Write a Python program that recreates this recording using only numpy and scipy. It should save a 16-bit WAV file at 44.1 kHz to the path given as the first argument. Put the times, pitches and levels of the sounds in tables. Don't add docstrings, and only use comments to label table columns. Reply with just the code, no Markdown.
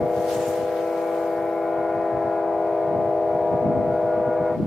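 import sys
import numpy as np
from scipy import signal
from scipy.fft import rfft, irfft
from scipy.io import wavfile
from scipy.ndimage import uniform_filter1d

SR = 44100
rng = np.random.default_rng(int(sys.argv[2]) if len(sys.argv) > 2 else 0)


def master(y):
    cut = np.clip(np.atleast_2d(y).T, -1, 1)
    pcm = np.round(cut * 32767)
    wavfile.write(sys.argv[1], SR, pcm.astype(np.int16))


N = 205682
T = np.arange(N) / SR
HOP = 128
WINDOW = 8 * HOP
BINS = np.fft.rfftfreq(WINDOW, 1 / SR)
FRAMES = np.arange(N // HOP + 2) * HOP / SR

# (multiple of the pitch, level [dB], swell [+-dB], time of a crest [s], swell period [s])
LOW_LEADING = [(2, -33, 1.4, 1.83, 3.7), (3, -31, 3, -0.12, 5.3), (4, -32, 3, 3, 6.9),
               (5, -43, 0.3, 1.5, 3.4), (6, -48.5, 4, 1.9, 3.5)]
MIDDLE_LEADING = [(2, -34.5, 2.7, 2.95, 4.2), (3, -29, 2.85, 3.9, 5.44), (4, -39, 3.2, 2.3, 7),
                  (5, -51, 6.5, 2.24, 6.9), (7, -54, 4.8, 1.45, 3.05)]
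HIGH_LEADING = [(2, -36.5, 4, 4.01, 4.15), (3, -35.5, 3, 3.1, 3.05), (4, -45, 3.6, 4.06, 7.6),
                (5, -54.5, 4.2, 3.19, 4.3), (6, -56.5, 6.6, 2.35, 2.2)]
# (multiple of the pitch, level before the horn's trim [dB])
LOW_WEAK_PARTIALS = [(1, -52.5), (7, -56), (8, -53), (9, -56.5), (10, -63.5), (11, -63.5), (12, -67),
                     (13, -62), (14, -68.5), (15, -69)]
MIDDLE_WEAK_PARTIALS = [(1, -57), (6, -60.5), (8, -61.5), (9, -66), (10, -63), (11, -63.5), (12, -76)]
HIGH_WEAK_PARTIALS = [(1, -53.5), (7, -61), (8, -61), (9, -63), (10, -70.5)]
# (time [s], gain [dB])
AIR_VALVE = [(4.5, 0), (4.548, -2.5), (4.575, -12.5), (4.66, -13)]


def ferry():
    low, middle, high = HORN_TUNING
    chord = horn(low, LOW_LEADING, LOW_WEAK_PARTIALS,
                 weak_swell=(4, 1.42, 3.7), weak_trim_db=-1.4, fade_db=0.6)
    chord += horn(middle, MIDDLE_LEADING, MIDDLE_WEAK_PARTIALS,
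                  weak_swell=(5, 1.44, 5.1), weak_trim_db=-3.0, fade_db=0.54)
    chord += horn(high, HIGH_LEADING, HIGH_WEAK_PARTIALS,
                  weak_swell=(0.65, 2, 2.3), weak_trim_db=-1.9, fade_db=1.52)
    valve_db = curves(AIR_VALVE)[0]
    return (chord + air_rush()) * amp(valve_db)


# (settled pitch [Hz], starts flat by [Hz], settling time [s])
HORN_TUNING = [(167.25, 1.485, .463), (205.54, 2.549, 2.64), (240.84, 5.6, 2.04)]
FULL_SWELL_HZ = 1300
SHARED_AIR = 0.022


def horn(tuning, leading, weak, weak_swell, weak_trim_db, fade_db):
    turns = cycles(tuning)
    pitch_hz = turns[-1] / T[-1]
    out = np.zeros((2, N))
    for multiple, level_db, *own_swell in leading:
        multiple = round(multiple)
        hz = multiple * pitch_hz
        scatter = hz / 700
        moving_db = level_db + swell(*own_swell) + nulls(hz)
        out += partial(multiple * turns, hz, moving_db, fade_db * scatter,
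                       wander=0.097 * scatter, flutter=0.03)
    for multiple, level_db in weak:
        multiple = round(multiple)
        hz = multiple * pitch_hz
        scatter = hz / 1500
        swell_share = min(hz / FULL_SWELL_HZ, 1)
        moving_db = level_db + weak_trim_db + swell_share * swell(*weak_swell)
        out += partial(multiple * turns, hz, moving_db, fade_db=2.3,
                       wander=0.31 * scatter, flutter=0.17 * scatter)
    other_pulses = sum(np.cos(2 * np.pi * cycles(other)) for other in HORN_TUNING if other != tuning)
    return out * (1 + SHARED_AIR * other_pulses)


def cycles(tuning):
    settled_hz, flat_hz, settle_s = tuning
    pitch_hz = settled_hz - flat_hz * np.exp(-T / settle_s)
    return np.cumsum(pitch_hz) / SR


# (frequency [Hz], left minus right [dB])
HORN_LEAN = [(330, 1.86), (500, 2.9), (615, 1), (700, 4.5), (820, 6), (1000, 4), (1200, 6.5), (1450, -3),
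             (2500, 5.5)]


def partial(turns, hz, level_db, fade_db, wander, flutter):
    tone = amp(level_db + fade_db * drift(1.4)) * np.sqrt(2)
    tone = tone * (1 + flutter * (drift(14) + 1j * drift(14)))
    phase = 2 * np.pi * (turns + rng.random()) + wander * drift(0.74)
    tone = tone * np.exp(1j * phase)
    ear_phase = 0.055 + (0.01 + 0.7 * wander) * drift(1.4)
    side = amp(read(HORN_LEAN, hz) / 2) * np.exp(1j * ear_phase)
    return np.array([(tone * side).real, (tone / side).real])


def swell(depth_db, crest_s, period_s):
    return depth_db * np.cos(2 * np.pi * (T - crest_s) / period_s)


# (frequency [Hz], time [s], depth [dB], length [s])
REFLECTION_NULLS = [(334, 0.67, 4, 0.19), (477, 2.2, 7.5, 0.44), (716, .42, 10, 0.23),
                    (716, 1.03, 3.5, 0.7), (817, 2.76, 7, 0.28), (835, 0.76, 8, .35), (955, 1.55, 14, 0.26),
                    (955, 3.15, 4.5, .4), (1003, 2.88, 12, 0.38), (1193, 1.25, 11.5, 0.86),
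                    (1431, 0.42, 8, 1.4)]
NULL_REACH_HZ = 9


def nulls(hz):
    return -sum(depth_db * bump(time_s, length_s)
                for null_hz, time_s, depth_db, length_s in REFLECTION_NULLS
                if abs(hz - null_hz) < NULL_REACH_HZ)


# (frequency [Hz], relative density [dB per Hz])
RUSH_COLOUR = [(250, -26.5), (400, -9.5), (560, -0.5), (680, -1.5), (830, -3.5), (1000, -5.5),
               (1250, -11.5), (1600, -13), (2300, -19), (2800, -30.5), (5000, -50)]
# (frequency [Hz], likeness [0-1])
LIKENESS = [(40, .85), (150, .2), (500, 0.4), (1500, 0.6), (2500, 0.45), (4000, 0.1), (6000, .05),
            (15000, 0.01)]


def air_rush():
    return amp(-44.0) * noise(read(RUSH_COLOUR, BINS), read(LIKENESS, BINS))


# (time [s], level [dB])
BREEZE_LEVEL = [(0, -40.5), (.95, -53), (1.55, -50.5), (2.1, -47), (2.5, -48.5), (3.1, -44.5), (3.8, -44),
                (4.66, -43.5)]
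# (peak time [s], level [dB], length [s])
GUST_PEAKS = [(0.022, -28.5, 0.056), (0.186, -33, 0.031), (0.374, -36, .07), (0.491, -34.5, 0.032),
              (0.617, -37, .05), (1.42, -46.5, 0.076), (1.803, -40, 0.036), (1.974, -37.5, 0.041),
              (2.156, -34, .05), (2.264, -35.5, .04), (2.881, -38.5, .03), (2.96, -32, 0.088),
              (3.079, -37.5, 0.066), (3.347, -36, 0.05), (3.428, -39.5, .03), (3.544, -27.5, .04),
              (3.679, -23, 0.076), (3.785, -26.5, .07), (3.895, -30, .09), (4.055, -36.5, 0.047),
              (4.187, -33.5, 0.056), (4.282, -29, 0.029), (4.415, -29, 0.03), (4.52, -32.5, .03),
              (4.621, -22.5, .08)]
# (frequency [Hz], relative density [dB per Hz])
EDDY_COLOUR = [(20, -31.5), (40, -23.5), (62, -16.5), (90, -5), (125, 5), (170, -1.5), (250, -3.5),
               (330, -13), (450, -20.5), (800, -32.5), (2000, -73), (5000, -100)]


def wind(lumpy_db=2.0, brighten=0.41, alike=0.79, low_cut_hz=55):
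    power = amp(curves(BREEZE_LEVEL)[0] + lumpy_db * drift(9.8)) ** 2
    for peak_s, peak_db, length_s in GUST_PEAKS:
        power += amp(peak_db) ** 2 * bump(peak_s, length_s)
    gust_db = np.interp(FRAMES, T, 10 * np.log10(power))
    gust_lift_db = (gust_db - gust_db.mean())[:, None]
    octaves = np.log2(np.clip(BINS, 95, 310) / 140)
    eddies = noise(read(EDDY_COLOUR, BINS) + brighten * gust_lift_db * octaves, alike)
    eddy_power = uniform_filter1d((eddies ** 2).mean(0), size=1800)
    buffets = eddies / np.sqrt(eddy_power + 1e-9) * np.sqrt(power)
    low_cut = signal.butter(2, low_cut_hz, "high", fs=SR, output="sos")
    return signal.sosfilt(low_cut, buffets)


# (time [s], flow [dB])
WAVELET_FLOW = [(.04, -16), (.17, -6), (.4, -0.5), (.55, -2), (.7, -10), (1.22, -9.5), (1.7, -20),
                (2.2, -41.5)]
# (peak time [s], length [s], lift of the wash [dB], lift of the spray [dB], lift of the foam [dB])
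SPLASHES = [(0.304, 0.061, 7, 4, 5), (0.348, .04, 3.5, 6, 2), (0.413, .04, 1.5, 3, -3),
            (0.491, 0.046, -1.5, 5.8, 4), (0.76, 0.19, 4.5, 2, 1), (1, .06, 1.5, 3, 1)]
# (frequency [Hz], relative density [dB per Hz])
WASH_COLOUR = [(500, -15), (1200, 3), (2700, 0.5), (3800, -1.5), (5000, -3), (6200, -10.5), (9000, -25),
               (15000, -42)]
SPRAY_COLOUR = [(4000, -31), (5400, -4.5), (6400, 0), (8200, -3), (9500, -5.5), (12000, -16.5)]
FOAM_COLOUR = [(6000, -27), (8500, -5), (10500, -1), (13000, 2.5), (16000, -7.5)]


def wavelet(grain_db=1.0, patchy_db=1.65):
    flow_db = curves(WAVELET_FLOW)[0]
    # (colour, level at 0 dB of flow [dB], response [dB per dB of flow])
    layers = [(WASH_COLOUR, -45, 0.94), (SPRAY_COLOUR, -47.5, 1.4), (FOAM_COLOUR, -51, 0.85)]
    out = np.zeros((2, N))
    for i, (colour, level_db, response) in enumerate(layers):
        splash_db = sum(lift_db[i] * bump(peak_s, length_s) for peak_s, length_s, *lift_db in SPLASHES)
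        hiss = noise(read(colour, BINS) + patchy_db * patches(), read(LIKENESS, BINS) + 0.1)
        out += amp(level_db + response * flow_db + splash_db + grain_db * drift(90)) * hiss
    return out


def patches():
    field = rng.standard_normal((len(FRAMES), len(BINS)))
    long_patches = uniform_filter1d(field, size=16, axis=0)
    return unit(uniform_filter1d(long_patches, size=24, axis=1))


# (frequency [Hz], relative density [dB per Hz])
WATER_COLOUR = [(30, -10.5), (150, -10.5), (500, -2), (1000, -6.5), (2000, -18.5), (3000, -22), (4500, -25),
                (6500, -31.5), (10000, -33), (15500, -36)]


def water():
    level_db = -48.6 + 0.8 * drift(1.5)
    return amp(level_db) * noise(read(WATER_COLOUR, BINS), read(LIKENESS, BINS))


def noise(field_db, alike):
    a, b, c, d = rng.standard_normal((4, len(FRAMES), len(BINS)))
    same = np.clip(alike, 0, 1)
    left = a + 1j * b
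    right = same * left + np.sqrt(1 - same ** 2) * (c + 1j * d)
    spectra = (np.array([left, right]) * amp(field_db)).transpose(0, 2, 1)
    return unit(signal.istft(spectra, nperseg=WINDOW, noverlap=WINDOW - HOP)[1][:, :N])


def drift(rate_hz, size=2048):
    grid = np.linspace(0, N / SR, size)
    f = np.fft.rfftfreq(size, grid[1])
    rolloff = (f > 0) / (1 + (f / rate_hz) ** 2)
    slow = irfft(rfft(rng.standard_normal(size)) * rolloff)
    return np.interp(T, grid, unit(slow))


def bump(peak_s, length_s):
    return np.exp(-(2 * (T - peak_s) / length_s) ** 2)


def curves(rows, t=T):
    s, *columns = np.transpose(rows)
    return [np.interp(t, s, column) for column in columns]


def read(points, hz):
    f, value = np.transpose(points)
    return np.interp(np.log(hz + 1), np.log(f + 1), value)


def amp(db):
    return 10 ** (np.asarray(db) / 20)


def unit(x):
    return x / np.sqrt(np.mean(x ** 2) + 1e-20)


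def scene():
    return ferry() + wind() + wavelet() + water()


def record(dry):
    soft = dry * signal.windows.tukey(N, 0.003)
    edge_hz = 15750
    band_limit = signal.firwin(511, edge_hz, window=("kaiser", 9), fs=SR)
    return signal.oaconvolve(soft, band_limit[None], "same")


dry = scene()
out = record(dry)
master(out)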